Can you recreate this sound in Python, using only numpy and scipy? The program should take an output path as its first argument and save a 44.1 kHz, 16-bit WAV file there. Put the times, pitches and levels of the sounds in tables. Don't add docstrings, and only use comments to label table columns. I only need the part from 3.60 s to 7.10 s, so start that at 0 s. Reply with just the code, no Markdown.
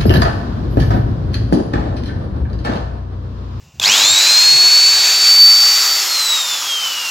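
import sys
import numpy as np
from scipy import signal
from scipy.fft import rfft, irfft, next_fast_len
from scipy.io import wavfile
from scipy.ndimage import uniform_filter1d, map_coordinates

SR = 44100
rng = np.random.default_rng(int(sys.argv[2]) if len(sys.argv) > 2 else 0)


def generate_wav(signal):
    frames = np.transpose(np.atleast_2d(signal))
    scaled = np.clip(frames, -1, 1) * 32767
    pcm = np.round(scaled).astype(np.int16)
    wavfile.write(sys.argv[1], SR, pcm)


def undo_db(level):
    steps = np.asarray(level, float) / 20
    return 10 ** steps


N = 154350
T = np.arange(N) / SR
ON_S, OFF_S = 0.21, 2.3826
TOP_RPS = 380.92
BLADES, MAINS_HZ = 12, 50


def unit(x):
    return x / np.sqrt(np.mean(x ** 2) + 1e-20)


def along(points, hz):
    f, v = np.transpose(points)
    return np.interp(np.log(hz + 1), np.log(f + 1), v)


def wobble(rate):
    return map_coordinates(rng.standard_normal(200), [T * rate], mode="wrap")


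def filtered(x, response):
    m = next_fast_len(N + 8192)
    return irfft(rfft(x, m) * response(np.fft.rfftfreq(m, 1 / SR)), m)[..., :N]


def rush(colour_db, patchy_db):
    z = signal.stft(rng.standard_normal(N), nperseg=512)[2]
    field = uniform_filter1d(rng.standard_normal(z.shape), size=5, axis=0)
    field = uniform_filter1d(field, size=12, axis=1)
    x = signal.istft(z * undo_db(patchy_db * unit(field)), nperseg=512)[1][:N]
    return unit(filtered(x, lambda hz: undo_db(colour_db(hz))))


# (frequency [Hz], level [dB])
MICROPHONE = [(30, -16), (70, -1.5), (7300, 1), (7900, -3.5), (8600, -14), (9600, -14), (12000, -11),
              (15500, -14)]


def microphone_db(hz):
    return along(MICROPHONE, hz)


# (frequency [Hz], density [dB per Hz])
HISS = [(200, -7), (400, 2.5), (1000, 3), (2000, -9), (2700, 5), (3300, -3), (7500, -1.5), (9000, -5)]


def background():
    return undo_db(-52.5) * rush(lambda hz: along(HISS, hz), 1.1)


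# (time [s], half length [s], level [dB])
GUSTS = [(0.025, 0.05, -44), (0.18, .03, -46), (0.274, .06, -44.5), (.5, 0.066, -43), (0.872, 0.022, -45),
         (.95, 0.028, -34.5), (1.045, 0.016, -39), (1.13, .04, -49), (1.353, 0.04, -42),
         (1.832, 0.071, -55), (2.75, .1, -62), (3.2, 0.13, -63)]
# (frequency [Hz], density [dB per Hz])
GUST_COLOUR = [(25, -25), (60, -3.5), (100, 0.5), (170, -4.5), (300, -18.5), (600, -33)]


def wind():
    shape = undo_db(-69)
    for s, half_s, db in GUSTS:
        shape = shape + undo_db(db) * np.exp(-.5 * ((T - s) / half_s) ** 2)
    return shape * unit(undo_db(2.8 * wobble(40)) * rush(lambda hz: along(GUST_COLOUR, hz), 1.5))


def room(x):
    t = np.arange(SR // 2) / SR
    t60_s = 0.21
    tail = rng.standard_normal(len(t)) * undo_db(-60 * t / t60_s) * (t > .004)
    return signal.fftconvolve(x, tail / np.linalg.norm(tail))[:N]


# (frequency [Hz], level [dB], decay T60 [s])
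SWITCH = [(890, -19, 0.011), (1640, -24, .012), (3580, 2.5, 0.012), (6300, -6, 0.0089), (7570, -2, .006)]


def trigger():
    t = np.clip(T - 0.1976, 0, None)
    ring = sum(undo_db(db - 60 * t / t60) * np.sin(2 * np.pi * hz * t) for hz, db, t60 in SWITCH)
    decay = undo_db(-60 * t / 0.014) + undo_db(-15 - 60 * t / 0.11) * (t < .03)
    crack = 0.69 * decay * rng.standard_normal(N)
    return undo_db(-6) * (1 - np.exp(-t / 0.00059)) * (ring + crack)


# (share of top speed [ratio], time constant [s])
RUN_UP = [(.271, .0253), (.364, .1189), (.365, .3645)]


def shaft_speed():
    coast_s, coast_rest = 1.6873, .1725
    powered = np.clip(T - ON_S, 0, OFF_S - ON_S)
    up = 1 - sum(share * np.exp(-powered / s) for share, s in RUN_UP)
    return up * ((1 - coast_rest) * np.exp(-np.clip(T - OFF_S, 0, None) / coast_s) + coast_rest)


def shaft_angle(speed):
    return 2 * np.pi * np.cumsum(speed * TOP_RPS) / SR


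def order(k, speed):
    return np.sqrt(2) * np.sin(k * shaft_angle(speed)) * (k * speed * TOP_RPS < SR / 2.2)


def motor_load(speed):
    return np.clip(1 - speed, 1e-3, 1) * (T < OFF_S)


def mains():
    return np.cos(2 * np.pi * MAINS_HZ * T + 0.53 / 2)


def throb():
    return np.abs(mains()) ** (2 * 1.1)


# (time [s], pose [0-2])
TURN = [(1.45, 0.15), (1.95, 0.93), (2.5, 1), (3.0, 1.7)]


def held_pose():
    return np.interp(T, *np.transpose(TURN))


# (time [s], blade octave level [dB], air level [dB])
FACING = [(.24, -37, -20), (.38, -36, -14.5), (.5, -11.5, -18), (.62, -31.5, -15.5), (.8, -33.5, -17),
          (1.2, -37, -18.5), (1.45, -39, -17.5), (1.7, -38, -18), (1.84, -38, -19), (2.05, -43, -18),
          (2.45, -39, -18), (2.7, -25.5, -21), (2.88, -29.5, -23.5), (3.2, -36, -24.5), (3.5, -46, -26.5)]


def facing():
    s, *columns = np.transpose(FACING)
    return [np.interp(T, s, c) for c in columns]


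# (frequency [Hz], level [dB], start [s], end [s])
SQUEAL = [
    (3370, -18.5, .212, 0.26),
    (2580, -21, .212, 0.223),
    (12000, -24, .215, .245),
]


def squeal():
    total = 0
    for hz, db, a, b in SQUEAL:
        swell = np.sin(np.pi * np.clip((T - a) / (b - a), 0, 1)) ** 0.45
        total = total + undo_db(db) * swell * np.sin(2 * np.pi * hz * T)
    return total * (.5 + throb())


# (frequency [Hz], density [dB per Hz])
STRAIN = [(200, -21), (500, -3.5), (1000, 5.5), (1500, -3.5), (2500, -7), (5000, -21)]


def strain(load):
    return undo_db(-24.5 + 5.7 * wobble(24.05)) * load ** 0.57 * rush(lambda hz: along(STRAIN, hz), 0.52)


# (frequency [Hz], density [dB per Hz])
AIR = [(150, -25), (400, -15.5), (800, -6), (1500, -6.5), (3000, -4.5), (5000, 1), (8000, -3), (16000, -4)]
# (frequency [Hz], width [octaves], level [dB])
POSES = [
    [(950, 0.24, -0.5), (1640, 0.1, 5), (2450, 0.14, 7.5), (3940, .14, 6.5), (4540, 0.18, 0),
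     (7110, 0.11, 4.5), (13000, 0.033, -2)],
    [(1290, 0.16, 6.5), (2020, 0.13, 4.5), (2590, .08, 2.5), (3800, 0.19, 2.5), (5380, 0.069, 5.5),
     (6970, 0.072, 3.5), (12200, 0.36, 5.5)],
    [(940, 0.094, 5), (1300, 0.18, 8), (2000, .2, -0.5), (2800, 0.15, 6), (5150, .1, 0.5), (6600, 0.23, -3),
     (11000, .15, 1)],
]


def air(speed, load, air_db):
    def bumps(hz, rows):
        return sum(db * np.exp(-.5 * (np.log2((hz + 1) / c) / w) ** 2) for c, w, db in rows)

    pose, total = held_pose(), 0
    for k, rows in enumerate(POSES):
        share = np.sqrt(np.clip(1 - abs(pose - k), 0, 1))
        total = total + share * rush(lambda hz: along(AIR, hz) + bumps(hz, rows), 0.6)
    stirred = 1 + .25 * load * (2 * throb() - 1) + 0.14 * np.cos(shaft_angle(speed))
    return total * undo_db(air_db + 5 + 0.65 * wobble(12)) * stirred


# (shaft order [per turn], level at stall [dB], power of load [exponent])
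PULL = [
    (14, -7.5, 1.1),
    (28, -4, 2.4),
    (42, -24, .8),
    (56, -23, .5),
]
# (frequency [Hz], width [Hz], level [dB])
CASING = [(2870, 340, -4), (3230, 260, 1), (4130, 470, 4), (4900, 320, 5), (5750, 940, 1), (7400, 530, -11),
          (10800, 300, -1), (12100, 300, -5), (14200, 700, 2)]


def pull(load, speed):
    pulse = 1 + np.minimum(4.2 * load, 1) * (2 * throb() - 1)
    force = 0
    for k, db, power in PULL:
        grip = np.minimum(load, .5) ** power * pulse + undo_db(-35)
        force = force + undo_db(db + wobble(23)) * order(k, speed) * grip
    force *= 1 + 0.22 * mains()

    def casing(f):
        return sum((-1) ** k * undo_db(db) * 1j * f * w / (c * c - f * f + 1j * f * w)
                   for k, (c, w, db) in enumerate(CASING))

    return filtered(force, casing)


# (time [s], level [dB])
WHINE = [(.24, -40), (.29, -19.5), (.4, -23), (.52, -14.5), (.8, -11), (1.18, -8.5), (1.55, -15.5),
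         (1.83, -6), (2.1, -14.5), (2.39, -17), (2.455, -36), (2.53, -18), (2.76, -18), (2.86, -26.5),
         (2.93, -25), (3.01, -34), (3.12, -21), (3.5, -28)]
# (shaft order [per turn], level [dB])
OVERTONES = [
    (36, -30),
    (48, -29),
    (56, -36),
    (60, -29),
]


def blades(speed, load, octave_db):
    turned = np.minimum(held_pose(), 1)
    tone_db = np.interp(T, *np.transpose(WHINE))
    whine = undo_db(tone_db + 1.2 * wobble(22.72)) * order(BLADES, speed)
    lift_db = -microphone_db(2 * BLADES * speed * TOP_RPS)
    octave = undo_db(octave_db + lift_db + wobble(15)) * order(2 * BLADES, speed)
    upper = 0
    for k, db in OVERTONES:
        fade_db = 6 * np.minimum(wobble(14), .6)
        upper = upper + undo_db(db + 6 * turned + fade_db) * order(k, speed)
    hum = undo_db(-46.5 - 3.5 * turned + 2.9 * wobble(7.1)) * order(1, speed)
    hum *= speed ** 2.6 * (1 + 10.5 * load)
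    side = undo_db(-43 + 2 * wobble(6.4)) * order(BLADES + 1, speed) * speed
    return whine + octave + upper * speed ** 2.8 + hum + side


def drill():
    speed = shaft_speed()
    load = motor_load(speed)
    octave_db, air_db = facing()
    start = 1 - np.exp(-np.clip(T - ON_S, 0, None) / 0.015)
    running = blades(speed, load, octave_db) + pull(load, speed) + air(speed, load, air_db) + strain(load)
    return start * running + squeal()


def scene():
    near = drill() + trigger()
    mono = background() + wind() + undo_db(-15.5) * room(near) + near
    return np.array([mono, mono])


def band_limit(x):
    return signal.sosfilt(signal.butter(12, 16870, fs=SR, output="sos"), x)


def record(dry):
    ceiling, knee = 1.12, 3.5
    x = filtered(dry, lambda hz: undo_db(microphone_db(hz)))
    x = x / (1 + np.abs(x / ceiling) ** knee) ** (1 / knee)
    mix = filtered(x, lambda hz: hz < 15850)
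    return band_limit(mix)


dry = scene()
out = record(dry)
generate_wav(out)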